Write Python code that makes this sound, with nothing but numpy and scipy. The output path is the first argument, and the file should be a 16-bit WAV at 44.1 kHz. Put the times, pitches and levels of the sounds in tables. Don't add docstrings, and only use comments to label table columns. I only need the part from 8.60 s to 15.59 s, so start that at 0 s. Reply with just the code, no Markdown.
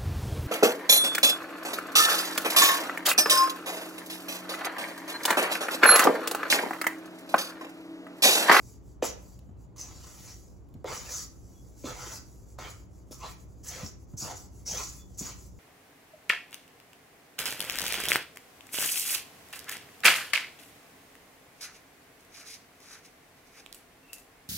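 import sys
import numpy as np
from scipy import signal
from scipy.fft import rfft, irfft
from scipy.io import wavfile
from scipy.ndimage import uniform_filter1d

SR = 44100
rng = np.random.default_rng(int(sys.argv[2]) if len(sys.argv) > 2 else 0)


def to_wav(s):
    ch = np.atleast_2d(s).T
    pcm = np.round(np.clip(ch, -1, 1) * 32767)
    wavfile.write(sys.argv[1], SR, pcm.astype(np.int16))


N = 308259
TIME = np.arange(N) / SR
FREQS = np.fft.rfftfreq(N, 1 / SR)


def amp(db):
    return 10 ** (np.asarray(db) / 20)


def unit(x):
    return x / np.sqrt(np.mean(x ** 2) + 1e-20)


def read(points, hz):
    f, value = np.transpose(points)
    return np.interp(np.log(hz + 1), np.log(f + 1), value)


def add(mix, start_s, sound):
    part = mix[max(round(start_s * SR), 0):][:len(sound)]
    part += sound[:len(part)]


def wander(rate_hz):
    spectrum = rfft(rng.standard_normal(N))
    return unit(irfft(spectrum / (1 + (FREQS / rate_hz) ** 4), N))


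def colour(x, spectrum, size=4096):
    hz = abs(np.fft.fftfreq(size, 1 / SR)) + 1
    low_skirt = np.minimum(hz / spectrum[0][0], 1) ** 4
    high_skirt = np.minimum(spectrum[-1][0] / hz, 1) ** 8
    log_gain = np.log(amp(read(spectrum, hz)) * low_skirt * high_skirt + 1e-5)
    taps = np.fft.ifft(np.exp(signal.hilbert(log_gain).conj())).real[:size // 2]
    return signal.oaconvolve(x, taps / np.linalg.norm(taps))[:N]


def slips(per_s, spread_db, smooth):
    size = amp(spread_db * np.minimum(rng.exponential(1, N), 4))
    hits = rng.random(N) < per_s / SR
    grains = size * rng.standard_normal(N) * hits
    return unit(unit(grains) + smooth * rng.standard_normal(N))


def travelling(x, patchy_db):
    z = signal.stft(x, nperseg=512, noverlap=384)[2]
    patches = rng.standard_normal(z.shape)
    for size, axis in [(3, 0), (2, 0), (14, 1), (7, 1)]:
        patches = uniform_filter1d(patches, size, axis)
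    return signal.istft(z * amp(patchy_db * unit(patches)), nperseg=512, noverlap=384)[1][:N]


# frequency in Hz, relative density in dB.
GRIND_COLOUR = [(330, -7), (550, -2.5), (800, 0), (1250, 0), (1600, -4), (2100, -2), (3100, -4), (4300, -4),
                (5200, -9.5)]
SLIDE_COLOUR = [(4300, -13), (4650, -3.5), (5100, -6.5), (5600, -0.5), (6200, 0), (6800, -2), (7400, -5.5),
                (8200, -7.5), (9000, -28)]
FIZZ_COLOUR = [(7500, 11.2), (8600, 1.5), (9800, 6), (10700, 5), (12000, 1.5), (13500, 5.5), (14800, 0),
               (15600, 4)]
JUDDER_DB = 1.3


def scraping():
    grind_db, slide_db, fizz_db, bite_db = friction_levels()
    judder = wander(rate_hz=62)

    rub = travelling(slips(per_s=1400, spread_db=1.0, smooth=0.84), patchy_db=4.0)
    rub = rub * amp(grind_db + JUDDER_DB * judder - 5.5)
    dull = signal.sosfiltfilt(signal.butter(2, 1500, fs=SR, output="sos"), rub)
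    lift = amp(bite_db / 2)
    grind = colour(dull / lift + (rub - dull) * lift, GRIND_COLOUR)

    skid = travelling(slips(per_s=2900, spread_db=2.5, smooth=1.0), patchy_db=3.0)
    slide = colour(skid * amp(slide_db + 0.57 * JUDDER_DB * judder - 6.5), SLIDE_COLOUR)

    flour = travelling(rng.standard_normal(N), patchy_db=2.5)
    fizz = colour(flour * amp(fizz_db + 0.52 * judder + 2.0), FIZZ_COLOUR)

    pressure = rng.standard_normal(N) * amp(grind_db - 11)
    rumble = colour(pressure, [(35, -3.5), (120, 1.5), (350, -22.5)])
    return grind + slide + fizz + rumble


# start in seconds, length in seconds,
# rise in seconds, grinding in dB, bite (upper against lower grinding) in dB, edge sliding on steel in dB.
STROKE_ROWS = [ (0.422, 0.023, 0.0059, -38, 8.5, -38), (1.161, 0.55, 0.0018, -56, -2.5, -52.5),
               (2.251, 0.077, 0.052, -37, -5.5, -42.5), (2.336, 0.27, 0.025, -49.5, -2.5, -44.5),
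               (3.235, 0.071, 0.035, -39, -9, -42), (3.305, .23, 0.11, -46.5, -6, -44),
               (3.981, 0.1, 0.015, -43.5, -6, -49), (4.513, 0.013, 0.0051, -53, -1, -47),
               (4.589, 0.094, 0.058, -44.5, -1.5, -51), (5.032, .18, 0.14, -43.5, -1.5, -43.5),
               (5.607, 0.11, 0.049, -42.5, -10, -43), (6.062, 0.14, 0.11, -38.5, -4, -40),
               (6.603, 0.097, 0.055, -44, -2, -40.5), ]
# start in seconds, length in seconds,
# sliding in dB, flour fizz in dB.
SKID_ROWS = [(0.425, 0.03, -30, -38.5), (1.179, 0.042, -40.5, -53), (1.673, 0.027, -40, -61),
             (2.317, 0.05, -41, -49), (2.486, 0.098, -34.5, -48), (2.58, 0.056, -42, -51),
             (3.51, 0.051, -39.5, -49.5), (4.077, .03, -53, -55), (4.506, .033, -57, -53.5),
             (5.029, .02, -46, -53.5), (5.062, 0.021, -34.5, -43.5), (5.223, 0.052, -44, -55.5),
             (5.567, 0.077, -37, -46.5), (5.745, 0.03, -44, -57), (6.053, 0.2, -37, -49.5),
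             (6.269, 0.026, -40.5, -53), (6.53, 0.02, -57, -76), (6.572, 0.025, -37, -41.5)]
# time of the peak in seconds,
# rise and equal fall in seconds, hiss in dB.
SWISH_ROWS = [(0.075, 0.15, -59), (0.292, 0.11, -69), (0.68, 0.17, -62.5), (0.85, 0.11, -78),
              (1.02, .07, -70.5), (1.61, .35, -54.5), (1.872, 0.19, -68), (2.13, 0.25, -80),
              (2.802, 0.34, -67.5), (3.03, 0.31, -66), (3.225, 0.1, -57.5), (3.709, 0.29, -64.5),
              (3.913, 0.085, -65), (4.18, 0.12, -63.5), (4.37, 0.12, -68.5), (4.502, 0.074, -69.5),
              (4.60, 0.043, -57.5), (4.702, 0.071, -52.5), (4.808, .085, -63.5), (4.918, 0.065, -69.5),
              (5.002, 0.07, -70.5), (5.418, 0.057, -68), (5.517, 0.061, -66), (5.808, .11, -56),
              (5.985, 0.12, -63), (6.35, .12, -53), (6.52, 0.17, -66.5), (6.82, 0.13, -57.5),
              (6.97, 0.12, -69.5)]
# grinding in dB, sliding in dB, fizz in dB.
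RESTING_LEVELS_DB = (-84.5, -86, -89)
STROKE_RELEASE_DB_PER_S, SKID_RELEASE_DB_PER_S, SKID_RISE_S = 272, 313, 0.028
STROKE_FIZZ_DB, SKID_GRIND_DB = -11, -20.5
SWISH_GRIND_DB, SWISH_FIZZ_DB = -11.5, -4


def friction_levels():
    grind, slide, fizz = amp(RESTING_LEVELS_DB)[:, None] ** 2 * np.ones(N)
    bite = np.zeros(N)
    for start_s, length_s, rise_s, grind_db, bite_db, slide_db in STROKE_ROWS:
        power = push(start_s, length_s, rise_s, STROKE_RELEASE_DB_PER_S) ** 2
        grind += power * amp(grind_db) ** 2
        bite += power * amp(grind_db) ** 2 * bite_db
        slide += power * amp(slide_db) ** 2
        fizz += power * amp(slide_db + STROKE_FIZZ_DB) ** 2
    for start_s, length_s, slide_db, fizz_db in SKID_ROWS:
        power = push(start_s, length_s, SKID_RISE_S, SKID_RELEASE_DB_PER_S) ** 2
        grind += power * amp(slide_db + SKID_GRIND_DB) ** 2
        slide += power * amp(slide_db) ** 2
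        fizz += power * amp(fizz_db) ** 2
    for peak_s, rise_s, hiss_db in SWISH_ROWS:
        swell = (1 + np.cos(np.pi * np.clip((TIME - peak_s) / rise_s, -1, 1))) / 2
        power = (amp(hiss_db) * swell) ** 2
        grind += power * amp(SWISH_GRIND_DB) ** 2
        slide += power
        fizz += power * amp(SWISH_FIZZ_DB) ** 2
    grind_db, slide_db, fizz_db = 10 * np.log10([grind, slide, fizz])
    return grind_db, slide_db, fizz_db, bite / grind


TOUCH = 0.084
SAG_DB_PER_S = 4


def push(start_s, length_s, rise_s, release_db_per_s):
    age_s = TIME - start_s
    build = np.clip(TOUCH + age_s / rise_s, 0, 1) * (age_s >= 0)
    sag_db = SAG_DB_PER_S * np.maximum(age_s, 0)
    release_db = release_db_per_s * np.maximum(age_s - length_s, 0)
    return build * amp(-np.minimum(sag_db + release_db, 200))


# start in seconds, relative level in dB, pitch in Hz,
# length in seconds.
CATCH_ROWS = [(1.181, -36, 6000, 0.032), (1.21, -28, 6300, 0.014), (2.37, -28, 5870, 0.016),
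              (2.537, -28, 6400, 0.032), (3.52, -40, 6130, 0.02), (4.542, -42, 5900, 0.011),
              (5.086, -30.5, 5950, 0.024), (5.261, -31.5, 5640, 0.012), (5.574, -31.5, 6040, 0.027),
              (5.616, -29.5, 5270, 0.03), (6.0643, -26, 5840, 0.08), (6.111, -22, 6200, 0.018),
              (6.171, -21.5, 6060, 0.016), (6.228, -27.5, 5800, 0.021), (6.583, -31, 6800, 0.036)]


def catches(level_db, width_hz):
    out = np.zeros(N)
    for start_s, db, hz, length_s in CATCH_ROWS:
        t = np.arange(0, length_s, 1 / SR)
        edges_hz = [hz - width_hz / 2, hz + width_hz / 2]
        band = signal.butter(2, edges_hz, "bandpass", fs=SR, output="sos")
        rasp = unit(signal.sosfilt(band, rng.standard_normal(len(t))))
        swell = np.sin(np.pi * np.sqrt(t / t[-1]))
        add(out, start_s, amp(db + level_db) * rasp * swell)
    return out


# start in seconds, length in seconds, mean pitch in Hz,
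# relative level in dB.
SQUEAK_ROWS = [(2.91, 0.14, 3340, -80), (6.365, 0.11, 3450, -69.5)]


def squeaks(level_db, waver):
    out, drift = np.zeros(N), wander(rate_hz=80)
    for start_s, length_s, hz, db in SQUEAK_ROWS:
        swell = signal.windows.hann(round(length_s * SR))
        pitch_hz = hz * (1 + waver * drift[round(start_s * SR):][:len(swell)])
        turns = np.cumsum(pitch_hz) / SR
        add(out, start_s, amp(db + level_db) * swell[:len(turns)] * np.sin(2 * np.pi * turns))
    return out


# start in seconds, relative peak in dB,
# pitch once the decay constant has passed in Hz, decay constant in cycles of that pitch.
KNOCK_ROWS = [(0.425, -18.5, 568, 1), (0.446, -25.5, 680, 0.81), (2.245, -28, 547, 0.86),
              (2.256, -31, 444, 0.93), (3.242, -34, 282, 1), (3.987, -33.5, 780, 0.98), (4.51, -42, 290, 1)]


def knocks():
    return blows(KNOCK_ROWS, level_db=-1, glide=0.99, rattle_db=-13, rattle_s=0.013)


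def blows(rows, level_db, glide, rattle_db, rattle_s):
    out, t = np.zeros(N), np.arange(SR // 5) / SR
    for start_s, db, hz, cycles in rows:
        age = t * hz / cycles
        pitch_hz = hz * np.exp(glide * (np.exp(-age) - np.exp(-1)))
        swing = np.sin(2 * np.pi * np.cumsum(pitch_hz) / SR) * age ** 0.55 * np.exp(-age)
        band = signal.butter(2, [0.59 * hz, 1.8 * hz], "bandpass", fs=SR, output="sos")
        rattle = unit(signal.sosfilt(band, rng.standard_normal(len(t)))) * np.exp(-t / rattle_s)
        blow = swing / abs(swing).max() + amp(rattle_db) * rattle
        add(out, start_s, amp(db + level_db) * blow)
    return out


# start in seconds, relative level in dB.
TICK_ROWS = [(0.7913, -45.5), (1.0095, -65), (1.1594, -63), (2.089, -57), (2.141, -47.5), (2.2436, -40),
             (3.9883, -39), (4.511, -40), (5.4864, -80)]


def ticks(level_db, decay_s):
    out, t = np.zeros(N), np.arange(SR // 20) / SR
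    for start_s, db in TICK_ROWS:
        add(out, start_s, amp(db + level_db) * rng.standard_normal(len(t)) * np.exp(-t / decay_s))
    return colour(out, [(1200, 4.0), (4000, 11.0), (8000, 9), (16000, 14)])


# frequency in Hz, relative level in dB.
BOWL_MODES = [(320, -1.5), (405, 0.5), (496, 5), (600, -1), (728, -3), (1030, -2), (1325, 0.5), (2030, -18),
              (2340, -7), (2920, -8), (4170, -24.5), (4690, 2), (5430, -1), (5770, -8.5), (6030, -1),
              (6195, 1), (6340, -12), (6495, -10), (6780, 8.5)]


def bowl(x, t60_s, spread_rad):
    t = np.arange(SR // 2) / SR
    decay_per_s, sides = np.log(1000) / t60_s, np.array([[1], [-1]])
    skews = spread_rad * rng.uniform(-0.81, 1, len(BOWL_MODES))
    modes = sum(amp(db) * np.cos(2 * np.pi * hz * t + sides * skew)
                for (hz, db), skew in zip(BOWL_MODES, skews))
    ring = modes * np.exp(-decay_per_s * t) * 2 * decay_per_s / SR
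    return x + signal.fftconvolve(x[None], ring, axes=1)[:, :N]


# start in seconds, peak of the swing in dB,
# pitch once the decay constant has passed in Hz, decay constant in cycles of that pitch.
THUMP_ROWS = [(0.426, -28, 369, 1.25), (0.89, -42.5, 108, 2.6), (2.151, -40, 119, 1.45),
              (3.24, -39, 268, 3.5), (5.229, -33, 108, 1.03), (5.536, -39, 115, 2),
              (5.624, -39.5, 121, 1.3), (6.121, -42, 115, 1.2), (6.61, -34, 178, 0.94)]


def thumps():
    return blows(THUMP_ROWS, level_db=0, glide=0.72, rattle_db=-1, rattle_s=0.019)


# frequency in Hz, t60 in seconds.
ROOM_T60_S = [(100, 0.38), (500, 0.44), (2000, 0.415), (6000, 0.29), (15000, 1.46)]
# frequency in Hz, level against the direct sound in dB.
ROOM_LEVEL_DB = [(35, -13.5), (120, -7), (500, -5.5), (2000, 0), (6000, -4.5), (8500, -23), (15000, -24)]


def kitchen(x, first_s):
    taps = rng.standard_normal((2, SR)) * (rng.random((2, SR)) < 3000 / SR)
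    hz, t, z = signal.stft(unit(taps), SR, nperseg=256)
    decay_per_s = np.log(1000) / read(ROOM_T60_S, hz)[:, None]
    gain = np.sqrt(2 * decay_per_s / SR) * amp(read(ROOM_LEVEL_DB, hz))[:, None]
    tail = signal.istft(z * np.exp(-decay_per_s * t) * gain, SR, nperseg=256)[1]
    tail = np.pad(tail, ((0, 0), (round(first_s * SR), 0)))
    return x + signal.fftconvolve(x, tail, axes=1)[:, :N]


# frequency in Hz, relative density in dB.
HUSH_COLOUR = [(12, -48), (20, -54), (41, -8.5), (65, -6.5), (129, -5), (157, -15.5), (180, -13.5),
               (210, -19.5), (299, -15.5), (466, -23.5), (509, -25.5), (926, -32.5), (1130, -34.5),
               (1610, -45), (4000, -60), (5200, -94), (8800, -120)]
# frequency in Hz, correlation 0 to 1.
PORT_LIKENESS = [(30, 1), (65, 0.48), (130, 0), (300, 0.67), (1000, 0), (4000, 0.6)]
# frequency in Hz, relative level in dB.
HUM_LINES = [(59.8, -54), (186, -64.5)]
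HUSH_DB = -50.5


def background(hum_db):
    left, other = rfft(rng.standard_normal((2, N)))
    same = read(PORT_LIKENESS, FREQS)
    pair = np.array([left, same * left + np.sqrt(1 - same ** 2) * other])
    hush = unit(irfft(pair * amp(read(HUSH_COLOUR, FREQS)), N))
    waver_db, slip_rad = 2 * wander(rate_hz=2), 0.5 * wander(rate_hz=3)
    hum = sum(amp(db + waver_db) * np.sqrt(2) * np.sin(2 * np.pi * hz * TIME + slip_rad)
              for hz, db in HUM_LINES)
    return amp(HUSH_DB) * hush + amp(hum_db) * hum


def scene():
    friction = scraping() + catches(level_db=-11.5, width_hz=810) + squeaks(level_db=5, waver=0.0093)
    taps = knocks() + ticks(level_db=-7, decay_s=0.002)
    dry = bowl(friction + taps, t60_s=0.097, spread_rad=1.13) + thumps()
    return kitchen(dry, first_s=0.003) + background(hum_db=-1.5)


# frequency in Hz, lead in radians.
LEFT_LEAD = [(0, 0), (4500, 0), (5600, -.8), (6600, .3), (7200, 0), (9200, -3.14), (10900, -6.28),
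             (11600, -6.28), (13400, -9.42), (14900, -12.57)]
EDGE_HZ = 15900


def record(dry):
    lead_rad = np.interp(FREQS, *np.transpose(LEFT_LEAD))
    turn = np.exp(0.5j * np.array([lead_rad, -lead_rad]))
    ports = irfft(rfft(dry) * turn, N)
    lowpass = signal.firwin(511, EDGE_HZ, window=("kaiser", 9), fs=SR)
    return signal.oaconvolve(ports, lowpass[None], "same")


dry = scene()
out = record(dry)
to_wav(out)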